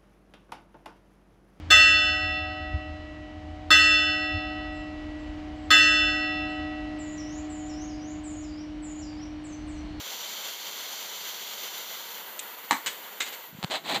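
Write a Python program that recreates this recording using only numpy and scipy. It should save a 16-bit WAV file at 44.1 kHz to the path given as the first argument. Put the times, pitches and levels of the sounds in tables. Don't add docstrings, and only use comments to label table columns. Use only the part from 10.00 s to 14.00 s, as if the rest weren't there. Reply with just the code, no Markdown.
import sys
import numpy as np
from scipy import signal
from scipy.fft import rfft, irfft
from scipy.io import wavfile

SR = 44100
rng = np.random.default_rng(int(sys.argv[2]) if len(sys.argv) > 2 else 0)


def store_wav(level_fs):
    pcm = np.round(np.clip(np.atleast_2d(level_fs), -1, 1) * 32767)
    wavfile.write(sys.argv[1], SR, pcm.T.astype(np.int16))


N = 176400
T = np.arange(N) / SR

# time in seconds, level in dB.
RUMBLE_LEVELS = [(3.44, -94), (3.49, -57), (3.55, -64), (3.63, -61), (3.68, -65), (3.76, -68), (3.82, -55),
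                 (3.88, -49), (3.94, -37.5), (3.975, -39), (4.0, -47)]
ROAR_LEVELS = [(0, -43), (2.2, -43.5), (2.5, -44.5), (3.3, -44), (3.42, -45), (3.52, -52), (3.68, -48.5),
               (4, -52)]
FLAME_ON_COIN_LEVELS = [(0, -37.5), (.85, -38), (1.4, -38), (1.85, -39.5), (2.15, -43), (2.3, -56),
                        (2.4, -70), (2.5, -100)]
NOZZLE_LEVELS = [(0, -43.5), (1.2, -42.5), (2.1, -41), (2.4, -43), (3.1, -44), (3.49, -43.5), (3.54, -52),
                 (3.82, -53), (3.95, -50)]
# frequency in Hz, relative level in dB.
RUMBLE_TONE = [(25, -42), (70, -29), (150, -1), (230, 1.5), (340, 0), (600, -14), (1500, -42)]
CLICK_TONE = [(40, -39), (200, -8), (800, 8.5), (1800, -0.5), (3000, 2.5), (4300, 3.5), (5600, -14),
              (7500, -9), (10000, -24), (15000, -20)]
RUB_TONE = [(35, -42), (117, -22), (200, -14.5), (500, -6), (800, -0.5), (1450, -8), (2150, -6),
            (2500, -7.5), (3400, -4), (4100, -2), (4700, -13), (5430, -25), (7400, -15), (9800, -30.5),
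            (11600, -31), (13100, -29), (15000, -33)]
SCUFF_TONE = [(60, -35), (200, -15.5), (450, -7), (720, -11), (1000, -3), (1300, -5.5), (1700, -2.5),
              (2400, 0), (2950, 1), (4400, -2), (5350, -12.5), (7000, -2), (8200, -4.5), (9600, -22),
              (15000, -12)]
KNOCK_TONE = [(40, -42), (110, -19), (260, -3.5), (400, -7.5), (600, -14), (850, 2), (1150, 2.5),
              (1450, -5.5), (1850, -1), (2300, -3.5), (2800, -12), (4100, -8), (4900, -20), (7600, -11),
              (10000, -30.5), (15000, -26)]
CLINK_TONE = [(60, -82), (300, -33), (1000, -19), (2200, -4), (3800, 4), (5000, -12), (6800, 2), (8200, 0),
              (9800, -8), (15000, -35)]
ROAR_TONE = [(25, -16), (60, -15), (95, -28), (135, -16), (200, -5), (290, -7.5), (430, 1), (950, 1),
             (2200, 0), (3200, -0.5), (4200, -2.5), (5200, -8), (7200, -5), (8100, -11.5), (9500, -19),
             (14000, -46)]
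FLAME_ON_COIN_TONE = [(1500, -31.5), (2200, -7.5), (2750, -10), (3100, -2), (4200, -3), (5200, -7),
                      (6000, -3), (7450, -7), (7800, -26), (8500, -17), (9200, -28.5), (10500, -20),
                      (15000, -23)]
NOZZLE_TONE = [(7000, -42), (9300, -41), (10200, -9), (11100, -6.5), (12100, 2), (13300, -1), (14500, 4.5),
               (15300, -1)]
# frequency in Hz, boost or cut in dB, width in Hz.
HOUSING_BANDS = [(656, 7, 38), (802, 5, 81)]
SCUFF_BANDS = [(445, 7, 51), (1520, 4.5, 98), (1695, 2.5, 54), (2112, 8.5, 74), (2960, 3.5, 82),
               (3730, 6, 81)]
TORCH_BANDS = [(725, -0.5, 23), (945, 4.5, 91), (1510, 2, 180), (1783, -5, 86), (1970, 2, 280),
               (2440, -4, 260), (3090, 3.5, 57), (3944, -14.5, 75), (4090, 2, 96), (5260, -9, 530),
               (6510, -9, 190), (7760, -16, 160), (8130, -7, 120)]
# time in seconds, level in dB.
HOUSING_CLICKS = [(3.628, -8), (3.6365, -14), (3.6388, -8.5), (3.6443, -4.5), (3.679, -32), (3.70, -15.5)]
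KNOCK_CONTACTS = [(2.7087, -5), (2.7097, 6.5), (2.7131, -2.5), (2.7194, -3), (2.7204, -10), (2.7235, -12),
                  (2.7288, -4), (2.732, -23)]
COIN_BOUNCES = [(2.393, -12.5), (2.3955, -15), (2.398, -15), (2.4002, -20), (2.4025, -22)]
# pitch in Hz, level in dB, seconds to fade by 60 dB.
TABLE_NOTES = [(268.5, -40.5, 0.16), (837, -35.5, .12), (923, -47, 0.13), (1107, -52, 0.095),
               (1130, -37, 0.11), (1713, -44, .12), (3620, -41, .08), (3940, -41, .09), (4150, -46, 0.1)]
COIN_NOTES = [(2550, -28, 0.072), (3800, -28, .025), (7120, -19, .012), (8060, -22, 0.0096)]
# start in seconds, peak level in dB, pitch in Hz.
FINGER_BUMPS = [(3.527, -40, 168), (3.547, -35.5, 150), (3.567, -52, 140), (3.585, -33, 186),
                (3.631, -35, 152), (3.6421, -20.5, 153), (3.698, -37.5, 262)]
# start and length in seconds, level in dB, rise and fade in seconds.
FINGER_RUBS = [(3.702, 0.058, -29, 0.0095, 0.018), (3.833, 0.055, -36, 0.031, .01),
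               (3.877, 0.056, -29.5, 0.017, 0.016), (3.94, 0.024, -26.5, 0.0065, .016)]
# start and length in seconds, level in dB, treble limit in Hz.
TABLE_SCUFFS = [(2.861, 0.021, -25.5, 14000), (3.204, 0.0064, -23, 8300), (3.216, 0.011, -29.5, 9000),
                (3.256, 0.032, -38, 8100), (3.325, 0.023, -42, 8100)]


def from_db(db):
    return 10 ** (np.asarray(db) / 20)


def unit_power(x):
    return x / np.sqrt(np.mean(x ** 2) + 1e-20)


def drift(rate_hz):
    r = np.exp(-2 * np.pi * rate_hz / SR)
    return unit_power(signal.lfilter([1], [1, -2 * r, r * r], rng.standard_normal(N + SR))[SR:])


def colour(x, tone):
    size = 2 * N
    hz, db = np.transpose(tone)
    frequencies = np.arange(N + 1) * SR / size
    gain = from_db(np.interp(np.log(frequencies + 1), np.log(hz), db))
    cepstrum = irfft(np.log(unit_power(gain)))
    cepstrum[1:N] *= 2
    cepstrum[N + 1:] = 0
    return irfft(rfft(x, size) * np.exp(rfft(cepstrum)))[:N]


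def peaks_and_dips(x, bands):
    for hz, db, width_hz in bands:
        gain = from_db(db / 2)
        k = np.pi * width_hz / SR
        c = -2 * np.cos(2 * np.pi * hz / SR)
        x = signal.lfilter([1 + k * gain, c, 1 - k * gain], [1 + k / gain, c, 1 - k / gain], x)
    return x


def noise(tone, levels):
    return colour(rng.standard_normal(N), tone) * from_db(np.interp(T, *np.transpose(levels)))


def clicks(hits):
    out = np.zeros(N)
    for start, db in hits:
        out[int(start * SR)] += from_db(db)
    return out


def ring(hits, notes):
    out = np.zeros(N)
    for hz, db, fade_s in notes:
        decay = from_db(-60 / (fade_s * SR))
        angle = 2 * np.pi * hz / SR
        struck = clicks([(start, hit_db + db + rng.normal(0, 1)) for start, hit_db in hits])
        feedback = [1, -2 * decay * np.cos(angle), decay * decay]
        out += signal.lfilter([0, np.sin(angle)], feedback, struck + 1e-18)
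    return out


def scatter(x, delay_s=0.00022, share=0.55):
    for ratio in (1, 1.7, 2.9):
        taps = np.r_[-share, np.zeros(int(delay_s * ratio * SR)), 1]
        x = signal.lfilter(taps, taps[::-1], x)
    return x


def friction(slips_per_s, spread_db):
    sizes = from_db(spread_db * np.minimum(rng.exponential(1, N), 4))
    signs = rng.choice([-1, 1], N)
    slipping = rng.random(N) < slips_per_s / SR
    return unit_power(sizes * signs * slipping)


def stroke(start, length, rise, fade):
    return np.clip((T - start) / rise, 0, 1) * np.exp(-np.maximum(T - start - length, 0) / fade)


def room(x, echo_db, fade_s=0.24, build_s=0.0052):
    t = T[:SR // 2]
    tail = rng.standard_normal(len(t)) * from_db(-60 * t / fade_s) * (1 - np.exp(-t / build_s))
    return x + from_db(echo_db) * signal.fftconvolve(x, tail / np.linalg.norm(tail))[:N]


def handling(bump_rise_s=0.0025):
    out = scatter(colour(clicks(HOUSING_CLICKS), CLICK_TONE)) + noise(RUMBLE_TONE, RUMBLE_LEVELS)
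    for start, db, hz in FINGER_BUMPS:
        age = np.maximum(T - start, 0)
        swell = age / bump_rise_s * np.exp(1 - age / bump_rise_s)
        out += from_db(db) * swell * np.sin(2 * np.pi * hz * age)
    rub_power = sum((from_db(db) * stroke(start, length, rise, fade)) ** 2
                    for start, length, db, rise, fade in FINGER_RUBS)
    rubs = np.sqrt(rub_power) * friction(slips_per_s=7000, spread_db=2.0)
    return out + peaks_and_dips(colour(rubs, RUB_TONE), HOUSING_BANDS)


def scuffs(rise_s=0.002, fade_s=0.0043):
    grit = friction(slips_per_s=3600, spread_db=3.5)
    out = np.zeros(N)
    for start, length, db, top_hz in TABLE_SCUFFS:
        slide = from_db(db) * grit * stroke(start - rise_s / 2, length, rise_s, fade_s)
        out += signal.sosfilt(signal.butter(2, top_hz, fs=SR, output="sos"), slide + 1e-18)
    return room(peaks_and_dips(colour(out, SCUFF_TONE), SCUFF_BANDS), echo_db=-6)


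def knock():
    crack = scatter(colour(clicks(KNOCK_CONTACTS), KNOCK_TONE))
    return room(crack, echo_db=-4) + ring(KNOCK_CONTACTS, TABLE_NOTES)


def coin():
    clink = colour(clicks(COIN_BOUNCES), CLINK_TONE)
    return room(clink + ring(COIN_BOUNCES, COIN_NOTES), echo_db=-15.5)


def torch(turn_start_s=3.28, turn_length_s=0.12, turned_edge_hz=10300):
    flutter_db = drift(rate_hz=14)
    roar = noise(ROAR_TONE, ROAR_LEVELS) * from_db(flutter_db)
    on_coin = noise(FLAME_ON_COIN_TONE, FLAME_ON_COIN_LEVELS) * from_db(0.99 * flutter_db)
    nozzle = noise(NOZZLE_TONE, NOZZLE_LEVELS) * from_db(flutter_db)
    turned = np.clip((T - turn_start_s) / turn_length_s, 0, 1)
    top = signal.sosfiltfilt(signal.butter(4, turned_edge_hz, "high", fs=SR, output="sos"), nozzle)
    return peaks_and_dips(roar + on_coin, TORCH_BANDS) + (1 - turned) * nozzle + turned * top


def scene():
    return (torch() + coin() + knock() + scuffs() + handling())[None]


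def record(dry, low_cut_hz=121, high_cut_hz=15230):
    thin = signal.sosfilt(signal.butter(2, low_cut_hz, "high", fs=SR, output="sos"), dry)
    return signal.sosfilt(signal.ellip(12, .1, 80, high_cut_hz, fs=SR, output="sos"), thin)


dry = scene()
out = record(dry)
store_wav(out)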